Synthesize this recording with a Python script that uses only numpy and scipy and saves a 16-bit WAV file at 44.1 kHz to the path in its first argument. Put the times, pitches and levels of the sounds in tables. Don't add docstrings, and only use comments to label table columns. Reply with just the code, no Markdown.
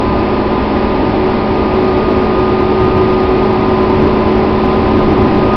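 import sys
import numpy as np
from scipy import signal
from scipy.fft import rfft, irfft
from scipy.io import wavfile
from scipy.ndimage import uniform_filter1d

SR = 44100
rng = np.random.default_rng(int(sys.argv[2]) if len(sys.argv) > 2 else 0)


def wrap_up_sound(samples):
    columns = np.atleast_2d(samples).T
    tamed = np.clip(columns, -1, 1)
    steps = np.round(tamed * 32767).astype(np.int16)
    wavfile.write(sys.argv[1], SR, steps)


N = 245195
TIME_S, FREQ_HZ = np.arange(N) / SR, np.fft.rfftfreq(N, 1 / SR)

# middle_s, length_s, rumble_lift_db, drone_lift_db
ROUGH_TRACK = [(0.13, 0.15, 4, 0), (1.08, 0.18, 1.5, 2), (2.92, 0.24, 4.5, 0.5), (4.026, 0.13, 5, 4),
               (5.15, 0.62, 3.5, 4)]


def motor_hum():
    # time_s, turns_per_s
    shaft_speed = [(0, 53.12), (2, 53.28), (4, 53.46), (4.4, 53.42), (5.56, 53.58)]
    # multiple, resting_level_db
    loud_tones = [(4, -21.5), (7, -21.7), (11, -27.5), (19, -26), (23, -28.5)]
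    # multiple, middle_s, length_s, lift_db
    tone_swells = [(4, 4.8, 3.2, 3), (4, 3.28, 0.16, -11), (7, 1.25, 0.16, 5.5), (7, 1.8, 0.42, 5),
                   (7, 3.15, 2.3, 7), (7, 5.22, 2.16, 5), (11, 3.0, 1.2, -5), (19, 1.85, 2.3, -9),
                   (23, 0.81, 0.9, -3), (23, 2.7, 1.9, 3.5), (23, 4.25, 0.76, -4), (23, 5.6, 0.35, 6.5)]
    # multiple, relative_level_db
    faint_tones = [(1, -32), (2, -43.5), (5, -27), (6, -34), (8, -27.5), (9, -41.5), (10, -35), (12, -36.5),
                   (14, -40), (15, -40.5), (16, -41.5), (17, -34), (22, -43.5), (27, -43.5), (42, -51.5)]
    turns_per_s = np.interp(TIME_S, *np.transpose(shaft_speed))
    angle = 2 * np.pi * np.cumsum(turns_per_s) / SR
    loud = faint = 0
    for multiple, level_db in loud_tones:
        lift_db = sum(db * swell(middle, length) for k, middle, length, db in tone_swells if k == multiple)
        partial = swaying_tone(multiple * angle, waver_rad=0.25, flutter_db=1.0, rate_hz=19)
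        loud += gain_of(level_db + lift_db) * partial
    for multiple, level_db in faint_tones:
        partial = swaying_tone(multiple * angle, waver_rad=0.7, flutter_db=3.5, rate_hz=4)
        faint += gain_of(level_db) * partial
    return loud + gain_of(-1.5) * faint


def panel_drone():
    # pitch_hz, width_hz, relative_level_db
    resonances = [(246.8, 40, 1), (307, 5.7, -3.5), (318.6, 69, 2), (405, 63, -2)]
    shape = sum(gain_of(db) / (1 + ((FREQ_HZ - hz) / width) ** 2) ** 2 for hz, width, db in resonances)
    lift_db = sum(db * swell(middle, length) for middle, length, _, db in ROUGH_TRACK)
    return speed_gain(start_db=-18, db_per_s=0.13) * gain_of(lift_db) * steady(noise(shape))


def wheel_roar():
    # frequency_hz, relative_level_db
    colour = [(200, -34), (460, 0.5), (505, -0.5), (530, -1), (575, -2), (630, 1), (670, -3.5), (780, 2),
              (920, -2), (1020, -1.5), (1100, -7), (1230, -8.5), (1380, -18), (2000, -55.5)]
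    return speed_gain(start_db=-19.5, db_per_s=0.2945) * steady(noise(spectrum(colour)))


def floor_rumble():
    # frequency_hz, relative_level_db
    colour = [(4, -24), (12, -3), (35, -6.5), (60, -0.5), (85, 0.1), (115, -1.1), (150, -5), (195, -5),
              (260, -17.5), (500, -66.5)]
    lift_db = sum(db * swell(middle, length) for middle, length, db, _ in ROUGH_TRACK)
    return speed_gain(start_db=-21.5, db_per_s=0.5) * gain_of(lift_db) * steady(noise(spectrum(colour)))


def window_rush():
    # frequency_hz, relative_level_db
    colour = [(600, -23), (1400, 2.5), (1800, 1.5), (2000, 2), (2250, 0), (2500, 1.5), (3100, -5.5),
              (3550, -6), (3850, -8.5), (4300, -8), (5150, -13), (5780, -29), (6100, -41), (6500, -70)]
    return speed_gain(start_db=-28.5, db_per_s=0.1443) * noise(spectrum(colour))


def swaying_tone(angle, waver_rad, flutter_db, rate_hz):
    strength = np.sqrt(2) * gain_of(flutter_db * drift(rate_hz))
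    phase = rng.uniform(0, 2 * np.pi) + waver_rad * drift(rate_hz)
    return strength * np.cos(angle + phase)


def speed_gain(start_db, db_per_s):
    return gain_of(start_db + db_per_s * TIME_S)


def swell(middle_s, length_s):
    return np.exp(-(2 * (TIME_S - middle_s) / length_s) ** 4)


def gain_of(db):
    return 10 ** (np.asarray(db) / 20)


def spectrum(points):
    hz, db = np.transpose(points)
    return gain_of(np.interp(np.log(FREQ_HZ + 1), np.log(hz + 1), db))


def noise(shape):
    coloured = irfft(rfft(rng.standard_normal(N)) * shape, N)
    return coloured / np.sqrt(np.mean(coloured ** 2) + 1e-20)


def drift(rate_hz):
    return noise(np.exp(-(FREQ_HZ / rate_hz) ** 2))


def steady(x, window_samples=7000):
    return x / np.sqrt(uniform_filter1d(x ** 2, window_samples) + 1e-12)


def low_pass(x, hz):
    taps = signal.firwin(511, hz, window=("kaiser", 9), fs=SR)
    return signal.oaconvolve(x, taps[None], "same")


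def scene():
    return (motor_hum() + floor_rumble() + panel_drone() + wheel_roar() + window_rush())[None]


def record(dry):
    overload_limit, ripple_limit, crackle_boost_db = 0.704, 0.707, 7
    band = low_pass(np.clip(dry, -overload_limit, overload_limit), hz=6050)
    crackle = np.clip(band, -ripple_limit, ripple_limit) - band
    return low_pass(band + gain_of(crackle_boost_db) * crackle, hz=15800)


dry = scene()
out = record(dry)
wrap_up_sound(out)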